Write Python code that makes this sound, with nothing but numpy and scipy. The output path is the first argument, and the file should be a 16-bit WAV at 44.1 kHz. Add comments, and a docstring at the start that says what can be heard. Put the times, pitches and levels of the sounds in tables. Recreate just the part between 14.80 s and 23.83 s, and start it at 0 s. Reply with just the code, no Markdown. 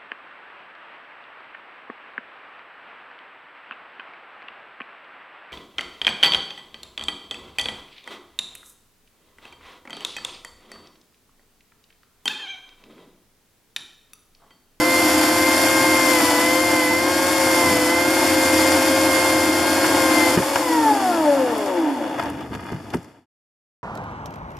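"""An electric chainsaw, mounted upright in a rig outdoors, rips a slab off a block of ice close to the listener.
Orders of motor and sprocket whine through the rig's resonances, random clicks of the chain ring the rig,
and cut ice chips hiss. The slab comes free with a thud of decaying modes; the motor is switched off and
coasts down, its lines sliding through the resonances of the bar. Last, the ice is shoved and knocked along
the metal table, with rumble, stick-slip scraping and short blows, and the sound fades to silence."""
import sys
import numpy as np
from scipy import signal
from scipy.fft import rfft, irfft, next_fast_len
from scipy.io import wavfile

SR = 44100
rng = np.random.default_rng(int(sys.argv[2]) if len(sys.argv) > 2 else 0)


def put_to_file(sound):
    """Save the sound as 16-bit audio at rate SR, in the file named by the first command-line argument."""
    columns = np.atleast_2d(sound).T  # one column per channel
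    safe = np.clip(columns, -1, 1)
    whole_steps = np.round(safe * 32767)
    wavfile.write(sys.argv[1], SR, whole_steps.astype(np.int16))


N = 398223
TIME = np.arange(N) / SR

FREE_S = 5.56  # the chain leaves the ice
SLIDE_S, SLIDE_RISE_S = 7.23, 0.5  # the block begins to slide away, and the time its sound takes to build
WORK_HZ = 175  # reference motor speed, turns per second
COAST_KNEE_HZ = 54  # motor speed below which the free saw fades

# Spectrum of ice chips. Each row: frequency in Hz, relative density in dB per Hz.
CHIP_SPECTRUM = [(300, -20), (1000, 5), (2200, 3.5), (2900, -2), (3400, 1), (3900, 1), (4400, 3),
                 (5300, 2.5), (6200, -3.5), (7200, 2), (8300, -1.5), (10000, -1.5), (12300, -2.5),
                 (14500, -20.5)]
# Ring of knocked or scraped ice. Each row: frequency in Hz, width in Hz, relative level in dB.
ICE_RING = [(655, 140, 4.5), (940, 80, 6.5), (1220, 110, 3), (1674, 120, 1.5), (1880, 76, -3.5),
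            (2080, 65, -2), (2435, 39, -3), (2910, 150, -8.5), (3440, 70, -8.5), (4570, 90, -12),
            (5190, 110, -16.5)]
# Shoves of the block. Each row: centre in seconds, half length in seconds, scrape in dB, rumble in dB.
BLOCK_SHOVES = [(2.922, 0.083, -33, -27.5), (7.406, 0.025, -34, -47), (7.509, 0.21, -52, -40),
                (7.746, 0.018, -35.5, -37), (7.89, 0.083, -38.5, -41), (8.141, 0.011, -33, -35.5)]


def undb(db):
    """Level and amplitude: decibels become a gain."""
    return 10 ** (np.asarray(db) / 20)


def unit(x):
    """Normalization of power: scale to rms 1."""
    return x / np.sqrt(np.mean(x ** 2))


def curves(rows):
    """Linear interpolation in time of each column of a table after the first."""
    s, *columns = np.transpose(rows)
    return [np.interp(TIME, s, c) for c in columns]


def gain_at(points, hz):
    """Gain of a (Hz, dB) spectrum, interpolated over logarithmic frequency."""
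    f, db = np.transpose(points)
    return undb(np.interp(np.log(hz + 1e-3), np.log(f), db))


def filtered(x, response):
    """Linear filtering: the spectrum of x is multiplied by a response given as a function of frequency."""
    size = next_fast_len(x.shape[-1] + 4096)
    spectrum = rfft(x, size) * response(np.fft.rfftfreq(size, 1 / SR))
    return irfft(spectrum, size)[..., :x.shape[-1]]


def colour(x, points):
    """Spectral shaping by a (Hz, dB) table, at rms 1."""
    return unit(filtered(x, lambda f: gain_at(points, f)))


def resonance(f, hz, width):
    """Response of a damped resonator: a band-pass with gain 1 at the centre."""
    return 1j * f * width / (hz ** 2 - f ** 2 + 1j * f * width)


def ringing(x, modes, lowest_hz):
    """Modal superposition: (Hz, width, dB) resonators that radiate little below lowest_hz, at rms 1."""
    def response(f):
        body = 0
        for k, (hz, width, db) in enumerate(modes):
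            body = body + (-1) ** k * undb(db) * resonance(f, hz, width)  # neighbours in opposite phase
        return body * f ** 2 / (f ** 2 + lowest_hz ** 2)
    return unit(filtered(x, response))


def passing(hz, modes):
    """Power sum of (Hz, width, dB) resonances, as the gain of a line that slides through them."""
    return np.sqrt(sum(np.abs(undb(db) * resonance(hz, centre, width)) ** 2 for centre, width, db in modes))


def walk(rate):
    """Slow random modulation: chance values, rate per second, joined by lines, with a spread near 1."""
    knots = rng.standard_normal(4096)
    return 1.102 * np.interp(TIME * rate, np.arange(len(knots)), knots)


def grains(per_s, scatter_db):
    """Shot noise: two unrelated streams of randomly timed clicks of uneven size."""
    sizes = undb(scatter_db * rng.uniform(-1.4, 1, (2, N)))
    struck = rng.random((2, N)) < per_s / SR
    return unit(struck * rng.standard_normal((2, N)) * sizes)


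def spread(pair):
    """Mid and side: two unrelated signals become left and right, alike in the bass and wide in the treble."""
    # Each row: frequency in Hz, side minus mid in dB.
    side_levels = [(100, -22.5), (300, -18.5), (600, -12.5), (1200, -12), (2500, -6), (5000, -7.5),
                   (9000, -5.5), (14000, -2.5)]
    side = filtered(pair[1], lambda f: gain_at(side_levels, f))
    return np.array([pair[0] + side, pair[0] - side])


def ramp(start_s, length_s):
    """Linear envelope from 0 to 1."""
    return np.clip((TIME - start_s) / length_s, 0, 1)


def swell(s, half_s):
    """Gaussian envelope: a smooth rise and fall around a moment."""
    return np.exp(-((TIME - s) / half_s) ** 2)


def knee(hz, knee_hz):
    """Second-order roll-off with motor speed: near 1 at speed, dying away as the motor stops."""
    return hz ** 2 / (hz ** 2 + knee_hz ** 2)


def freed(exit_s=0.02):
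    """Crossfade of load: 0 while the chain cuts, 1 once it has left the ice."""
    return ramp(FREE_S - exit_s / 2, exit_s)


def speed(hunt=0.001505):
    """Motor under varying load: it sags when pushed, races when freed, coasts to rest and hunts in the cut."""
    # Each row: time in seconds, motor turns per second.
    speed_points = [(0.0, 171.5), (.12, 174), (.46, 172.5), (.86, 177), (1.0, 177), (1.31, 174),
                    (1.42, 165.5), (1.55, 166), (1.82, 175.5), (1.95, 174), (2.07, 168.5), (2.3, 178.5),
                    (2.54, 179.5), (2.84, 173), (2.94, 168.5), (3.07, 168), (3.17, 173), (3.31, 177),
                    (3.8, 175.5), (4.22, 178.5), (4.39, 176), (4.78, 176), (4.92, 179.5), (5.15, 178.5),
                    (5.49, 172), (5.56, 173), (5.714, 185.5), (5.8, 178.5), (5.87, 167), (6.056, 148),
                    (6.486, 96.5), (6.554, 92), (6.802, 70.5), (7.034, 52.5), (7.2, 39), (7.45, 22),
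                    (7.8, 1)]
    return curves(speed_points)[0] * (1 + hunt * walk(14) * (1 - freed()))


def effort(cutting, idle, sliding_db):
    """Power addition: gain of a noise made by the cut, then the free chain, joined by the sliding block."""
    sliding = undb(sliding_db) * ramp(SLIDE_S, SLIDE_RISE_S)
    return np.hypot(cutting + (idle - cutting) * freed(), sliding)


def partial(turns, order, waver_db, blur, sway):
    """Order of rotation: a sine locked to the motor, its level, phase and place shaken by the load."""
    phase = 2 * np.pi * order * turns + blur * walk(45)
    line = np.sqrt(2) * np.sin(phase) * undb(waver_db * walk(9))
    return line * (1 + sway * walk(6.2) * np.array([[1], [-1]]))


def table(hz, shudder_db=0.5):
    """Forced vibration: the metal table rumbles under the saw, the sliding block and each shove."""
    # Each row: frequency in Hz, relative density in dB per Hz.
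    rumble_spectrum = [(20, -33.5), (45, -18.5), (65, -4.5), (85, 3), (120, 2.5), (180, -1.5), (250, 5),
                       (450, -3.5), (900, -45)]
    cutting_db, idle_db, slide_db = -35.5, -41.5, -41.5
    saw = undb(cutting_db) * (1 - freed()) + undb(idle_db) * freed() * knee(hz, COAST_KNEE_HZ)
    block = undb(slide_db) * ramp(SLIDE_S, SLIDE_RISE_S)
    block = block + sum(undb(db) * swell(s, half_s) for s, half_s, _, db in BLOCK_SHOVES)
    rumble = spread(colour(rng.standard_normal((2, N)), rumble_spectrum))
    return rumble * np.hypot(saw, block) * undb(shudder_db * walk(11))


def scrape(fitful_db=2.0, creep_db=-50, grit_db=-18):
    """Stick-slip friction: the block slips on frost, each slip rings the ice and crushed crystals crackle."""
    push = undb(creep_db) * ramp(SLIDE_S, SLIDE_RISE_S)
    push = push + sum(undb(db) * swell(s, half_s) for s, half_s, db, _ in BLOCK_SHOVES)
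    crumbs = ringing(grains(650, scatter_db=-2.0), ICE_RING, lowest_hz=393)
    grit = undb(grit_db) * colour(grains(400, scatter_db=0), CHIP_SPECTRUM)
    return spread(crumbs + grit) * push * undb(fitful_db * walk(50))


def knocks(clack_s=0.0081, tick_s=0.0048, push_s=0.002, crush_s=0.0008, tick_width=0.45):
    """Impact excitation: each blow rings the block's modes, with a hard clack and a tick of splintering ice."""
    # Ice against ice and table. Each row: start in seconds, thud in dB, clack in dB, tick in dB,
    # upper edge of the thud in Hz, centre of the tick in Hz.
    blows = [(1.401, -18, -15, -43, 350, 3500), (5.044, -27, -14, -42, 400, 5000),
             (5.561, -15, -31, -52, 400, 5000), (5.567, -15, -35, -54, 350, 5000),
             (5.573, -2.5, -17, -48, 1300, 3000), (5.584, -24, -21, -47, 1205, 2500),
             (5.598, -11, -35, -52, 700, 5000), (5.621, -36, -20, -45, 685, 5000),
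             (5.757, -21, -12.5, -23, 1530, 5100), (6.779, -48, -42, -31, 600, 9000),
             (6.86, -37, -29, -32, 600, 4970), (7.386, -47.5, -25, -42, 894, 6000),
             (7.395, -31.5, -19, -44, 1200, 6000), (7.425, -45, -25, -39, 890, 5000),
             (7.435, -49, -37, -39, 891, 8000), (7.457, -45, -26, -42, 890, 5000),
             (7.499, -49, -32, -38, 602, 9000), (7.532, -47.5, -40, -50, 606, 5000),
             (7.609, -42.5, -40, -44, 598, 3500), (7.659, -45, -38, -55, 600, 5000),
             (7.71, -18, -57, -60, 90, 5000), (7.738, -27.5, -39, -35, 127, 2600),
             (7.75, -23.5, -37, -35, 110, 2800), (7.922, -14.5, -35.5, -42, 218, 5000),
             (7.944, -20, -42, -52, 250, 5000), (8.103, -48, -38, -39, 600, 3500),
             (8.136, -21, -23.5, -38, 710, 5000), (8.145, -7.5, -30, -35, 560, 8500),
             (8.157, -17.5, -47, -44, 300, 9000), (8.169, -17, -42, -42, 220, 5000),
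             (8.229, -41, -48, -47, 400, 7000), (8.244, -47, -42, -45, 400, 6000)]
    # Block on the table. Each row: frequency in Hz, level in dB, time to decay by 60 dB in seconds;
    # level and frequency are the middle of a random scatter.
    block_modes = [(82, -15, .16), (110, -9.5, .14), (143.2, -4, 0.16), (180, 0, 0.1), (244, 2.5, 0.1),
                   (340, 6, 0.061), (393, 8.5, 0.04), (548, 0.5, 0.068), (683, -4, 0.045),
                   (1150, -10, 0.04)]
    thuds, clack = np.zeros((2, N))
    ticks = np.zeros((2, N))
    t = TIME[:SR // 4]
    hz, mode_db, t60 = np.transpose(block_modes)[:, :, None]
    for s, thud_db, clack_db, tick_db, edge_hz, tick_hz in blows:
        size, detune = rng.standard_normal((2, len(hz), 1))
        weight = undb(mode_db + 4.2 * size) / (1 + (hz / edge_hz) ** 2)  # a soft bump reaches only the low modes
        decay = np.exp(-np.log(1000) * t / t60)
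        ring = weight * np.sin(2 * np.pi * hz * (1 + 0.041 * detune) * t) * decay
        thud = ring.sum(0) / np.linalg.norm(weight) * (1 - np.exp(-t / push_s))
        noise = rng.standard_normal((2, len(t)))
        splinter = unit(filtered(noise, lambda f: resonance(f, tick_hz, tick_width * tick_hz)))
        span = slice(int(s * SR), int(s * SR) + len(t))
        thuds[span] -= undb(thud_db) * thud
        clack[span] += undb(clack_db) * np.exp(-t / clack_s) * (1 - np.exp(-t / crush_s))
        ticks[:, span] += undb(tick_db) * np.exp(-t / tick_s) * splinter
    # the table radiates little deep bass
    thuds = signal.sosfilt(signal.butter(2, 75, "highpass", fs=SR, output="sos"), thuds)
    ice = ringing(rng.standard_normal((2, N)), ICE_RING, lowest_hz=300)
    return thuds + spread(clack * ice + ticks)


def spray(turns, turns_per_lap=25.3, lap_depth=0.075, tooth_depth=0.11, dull_db=-5):
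    """Modulated shot noise: cutters chip the ice, some bite harder, so the hiss throbs with each chain lap."""
    lap = 2 * np.pi * turns / turns_per_lap
    bite = 1 + lap_depth * (np.cos(lap) + .7 * np.cos(3 * lap))
    teeth = 1 + tooth_depth * np.cos(2 * np.pi * 2 * turns)
    chips = grains(22000, scatter_db=-1) * bite * teeth * undb(0.16 * walk(350))
    chips = colour(chips, CHIP_SPECTRUM)
    # slow cutters and sliding ice give a duller hiss
    slow = ramp(6.1, 2.06)
    dull = filtered(chips, lambda f: gain_at([(5000, 0.88), (12000, dull_db)], f))
    return spread(chips * (1 - slow) + dull * slow)


def chain(turns, slap_depth=0.17):
    """Random impacts on resonators: links slap the bar in uneven bursts and ring the rig."""
    # Bar and rig under the chain. Each row: frequency in Hz, width in Hz, relative level in dB.
    rattle_modes = [(270, 30.3, 8), (307.8, 26.5, 11.5), (518, 87, -2), (675, 96, 1), (881, 47, 3),
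                    (976, 90, -1.5), (1175, 640, -10), (1724, 283, -8.5), (2063, 580, -17.5),
                    (2905, 160, -15.5), (3400, 130, -16.5)]
    slap = 1 + slap_depth * np.cos(2 * np.pi * 2 * turns)
    clicks = grains(6000, scatter_db=0.5) * slap * undb(1.0 * walk(40))
    return spread(ringing(clicks, rattle_modes, lowest_hz=198.7))


def whine(hz, turns, knee_hz=70, load_blur=0.26, slack_blur=0.69, return_s=0.23):
    """Housing resonance: the motor's 12th order is a clean note in the cut, rough and faint running free."""
    # Housing in the cut, then running free. Each row: frequency in Hz, width in Hz, level in dB.
    loaded_modes = [(2063, 130, -24.5)]
    free_modes = [(760, 250, -35.5), (1350, 73, -28), (1963, 900, -34.5)]
    # Further level in the cut. Each row: time in seconds, level in dB.
    whine_level = [(0, -1.5), (.17, 5), (.34, -3), (.6, -1.5), (.9, 2.5), (1.2, 1.5), (1.36, 3.5),
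                   (1.6, -0.5), (2.15, 1.5), (2.3, -3.5), (2.7, -0.5), (2.89, 1), (3.06, -4.5),
                   (3.18, -1.5), (3.29, -0.5), (3.51, -0.5), (4.5, -1), (4.93, -5), (5.39, 1.5),
                   (5.56, -10)]
    loaded, idle = (passing(12 * hz, modes) for modes in (loaded_modes, free_modes))
    clean = partial(turns, order=12, waver_db=1.5, blur=load_blur, sway=0.31) * undb(curves(whine_level)[0])
    rough = partial(turns, order=12, waver_db=1.2, blur=slack_blur, sway=.13) * undb(1.8 * walk(60))
    return (1 - freed()) * loaded * clean + ramp(FREE_S, return_s) * idle * knee(hz, knee_hz) * rough


def bar(f):
    """Modal interference: the undamped bar has resonances with deep dips between, and little bass."""
    # Each row: frequency in Hz, width in Hz, level in dB.
    bar_modes = [(318, 38, 0.5), (428, 30.2, -15), (528, 31, -7.5), (574, 58, -1), (738, 41.3, -4.5),
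                 (870, 60, 1), (1143, 66, -13), (1340, 77, -10), (1660, 150, -10)]
    low_hz, high_hz = 247, 1100  # the bar radiates well only between these
    modes = sum(undb(db) * resonance(f, centre, width) for centre, width, db in bar_modes)
    bass_cut = (f / low_hz) ** 6 / np.hypot(1, (f / low_hz) ** 6)
    return modes * bass_cut / np.hypot(1, (f / high_hz) ** 2)


def coasting(hz, turns, blur=0.25, flutter_db=2.0, jolt_blur=.6, jolt_db=-7):
    """Swept excitation: out of the ice, each order flares in a resonance of the bar and dips between them."""
    # Free drive, led by the sprocket's six teeth.
    # Each row: multiple of the motor's turn, rms level in dB before flutter, fading and bar.
    coast_orders = [(2, -18.5), (3, -19), (4, -35), (6, -12.5), (8, -28.5), (9, -20.5), (15, -22.5),
                    (18, -23), (21, -30)]
    off_s = 5.735  # the motor is switched off
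    jolt = 1 - ramp(off_s, 0.28)  # just freed, the chain thrashes and smears the lines
    drive = 0
    for order, db in coast_orders:
        smear = blur * np.sqrt(min(order, 10) / 5) + jolt_blur * jolt
        line = partial(turns, order, waver_db=0.5, blur=smear, sway=0.092)
        drive = drive + undb(db + flutter_db * walk(55)) * line
    return filtered(freed() * knee(hz, COAST_KNEE_HZ) * undb(jolt_db * jolt) * drive, bar)


def motor(hz, turns, blur=0.14, waver_db=1.6, wander_db=1.0):
    """Order excitation: in the cut, lines of motor, gear and sprocket sound through the rig's resonances."""
    # Each row: multiple of the motor's turn, rms level in dB before the rig and the gains below.
    drive_orders = [(.5, -23.5), (1.5, -28.5), (1.8, -25), (2, -25), (3, -22.5), (3.5, -32.5), (4, -28),
                    (5, -32), (6, -19), (8, -24.5), (9, -21), (10, -35.5), (10.5, -36), (14, -28),
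                    (15, -32.5), (16, -42.5), (18, -25), (20, -33.5), (21, -36.5), (24, -25.5), (27, -27),
                    (30, -36), (32, -30), (72, -29.5)]
    # How rig and bar radiate. Each row: frequency in Hz, gain in dB.
    rig_response = [(50, -39.5), (88, -17), (110, -19.5), (200, -27.5), (250, -6.5), (305, 2.5), (410, -8),
                    (535, -0.5), (600, -4), (672, -1.5), (715, -6), (890, -4), (1150, -13), (1800, -8.5),
                    (2600, -13), (13000, -8)]
    # The block shifts against the bar and shades three lines.
    # Each row: time in seconds, change in dB of the half order, the 3rd and the sprocket's 6th.
    shading = [(0, -4, -2.5, 2.5), (.2, -1, 0, -1), (.6, -4, -2.5, 1), (1.3, -4, 1.5, 2.5),
               (1.6, -10.5, -1, 3), (2.35, -1, -1.5, -1), (2.8, -5, 0.5, 2.5), (3.1, -4, 0, -2),
               (3.7, 3.5, 1, -5), (4.25, 2.5, 3.5, -0.5), (4.9, -1, -3, 1), (5.35, 1.5, 2, 3),
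               (5.6, 0, 2, -6)]
    drive_db, ninth_db_per_hz = -2.5, 0.4
    # once the bar is buried in the ice its highest whistles die away; the 72nd order at this full rate
    buried_from_s, buried_db_per_s = 1.205, -5.5
    half_db, third_db, sixth_db = curves(shading)
    extra_db = {.5: half_db, 3: third_db, 6: sixth_db, 9: ninth_db_per_hz * (hz - WORK_HZ)}
    buried_s = np.maximum(TIME - buried_from_s, 0)
    out = 0
    for order, db in drive_orders:
        comes_and_goes_db = wander_db * walk(1.6) * (order > 13)
        muffled_db = buried_db_per_s * buried_s * np.clip((order - 21) / 51, 0, 1)
        level_db = db + extra_db.get(round(order, 1), 0) + comes_and_goes_db + muffled_db
        smear = blur * np.sqrt(min(order, 10) / 5)
        line = partial(turns, order, waver_db=waver_db, blur=smear, sway=0.084)
        out = out + undb(level_db) * gain_at(rig_response, order * hz) * line
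    return undb(drive_db) * (1 - freed()) * out


def scene(feed_db=1.0):
    """Common cause: motor speed drives every part of the saw; uneven feed makes rattle and spray waver."""
    # Ice spray in the cut. Each row: time in seconds, level in dB before the feed's wavering.
    spray_level = [(0, -24), (1.35, -22.5), (1.75, -24), (2.2, -25.5), (2.7, -23.5), (3.15, -25.5),
                   (3.5, -23.5), (4.7, -24.5), (5.5, -24.5)]
    # The chain jerks as it comes to rest. Each row: centre in seconds, half length in seconds, rattle in dB.
    chain_jerks = [(7.466, 0.03, -31.5), (7.614, 0.037, -36.5)]
    # Each row: frequency in Hz, left minus right in dB.
    lean = [(60, -4.5), (110, 4.5), (200, -3), (370, 2), (680, 2), (1260, 3), (2310, -0.5), (4250, 2.5),
            (7820, 1.0), (14400, -1)]
    rattle_db, rattle_idle_db, rattle_knee_hz, slide_ring_db = -24, -24.5, 25.8, -43
    thin_s, thin_length_s, thin_db = 5.11, 1, 2  # the rattle grows as the slab thins
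    spray_idle_db, spray_db_per_decade, slide_hiss_db = -29, 25, -54  # free spray follows the chain's speed
    hz = speed()
    turns = np.cumsum(hz) / SR
    feed = undb(feed_db * walk(5))
    jerks = sum(undb(db) * swell(s, half_s) for s, half_s, db in chain_jerks)
    cut_rattle = feed * undb(rattle_db + thin_db * swell(thin_s, thin_length_s))
    free_rattle = undb(rattle_idle_db) * knee(hz, rattle_knee_hz) + jerks
    rattling = effort(cut_rattle, free_rattle, slide_ring_db)
    cut_spray = feed * undb(curves(spray_level)[0])
    free_spray = undb(spray_idle_db) * (hz / WORK_HZ) ** (spray_db_per_decade / 20)
    spraying = effort(cut_spray, free_spray, slide_hiss_db)
    saw = motor(hz, turns) + coasting(hz, turns) + whine(hz, turns)
    saw = saw + rattling * chain(turns) + spraying * spray(turns)
    mix = saw + table(hz) + scrape() + knocks()
    # half of the lean goes to each side
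    return filtered(mix, lambda f: gain_at(lean, f) ** np.array([[.5], [-.5]]))


def record(dry, notch_depth=.92):
    """Band limiting: two narrow notches in the treble, a fade to silence and a steep top cut."""
    top_hz = 14500

    def notches(f):
        lower = 1 - notch_depth * resonance(f, 3980, 420)
        upper = 1 - notch_depth * resonance(f, 7940, 290)
        return lower * upper
    fade = np.clip((8.46 - TIME) / 0.36, 0, 1)
    top_cut = signal.ellip(8, .2, 70, top_hz, fs=SR, output="sos")
    return signal.sosfilt(top_cut, filtered(dry, notches) * fade)


dry = scene()
out = record(dry)
put_to_file(out)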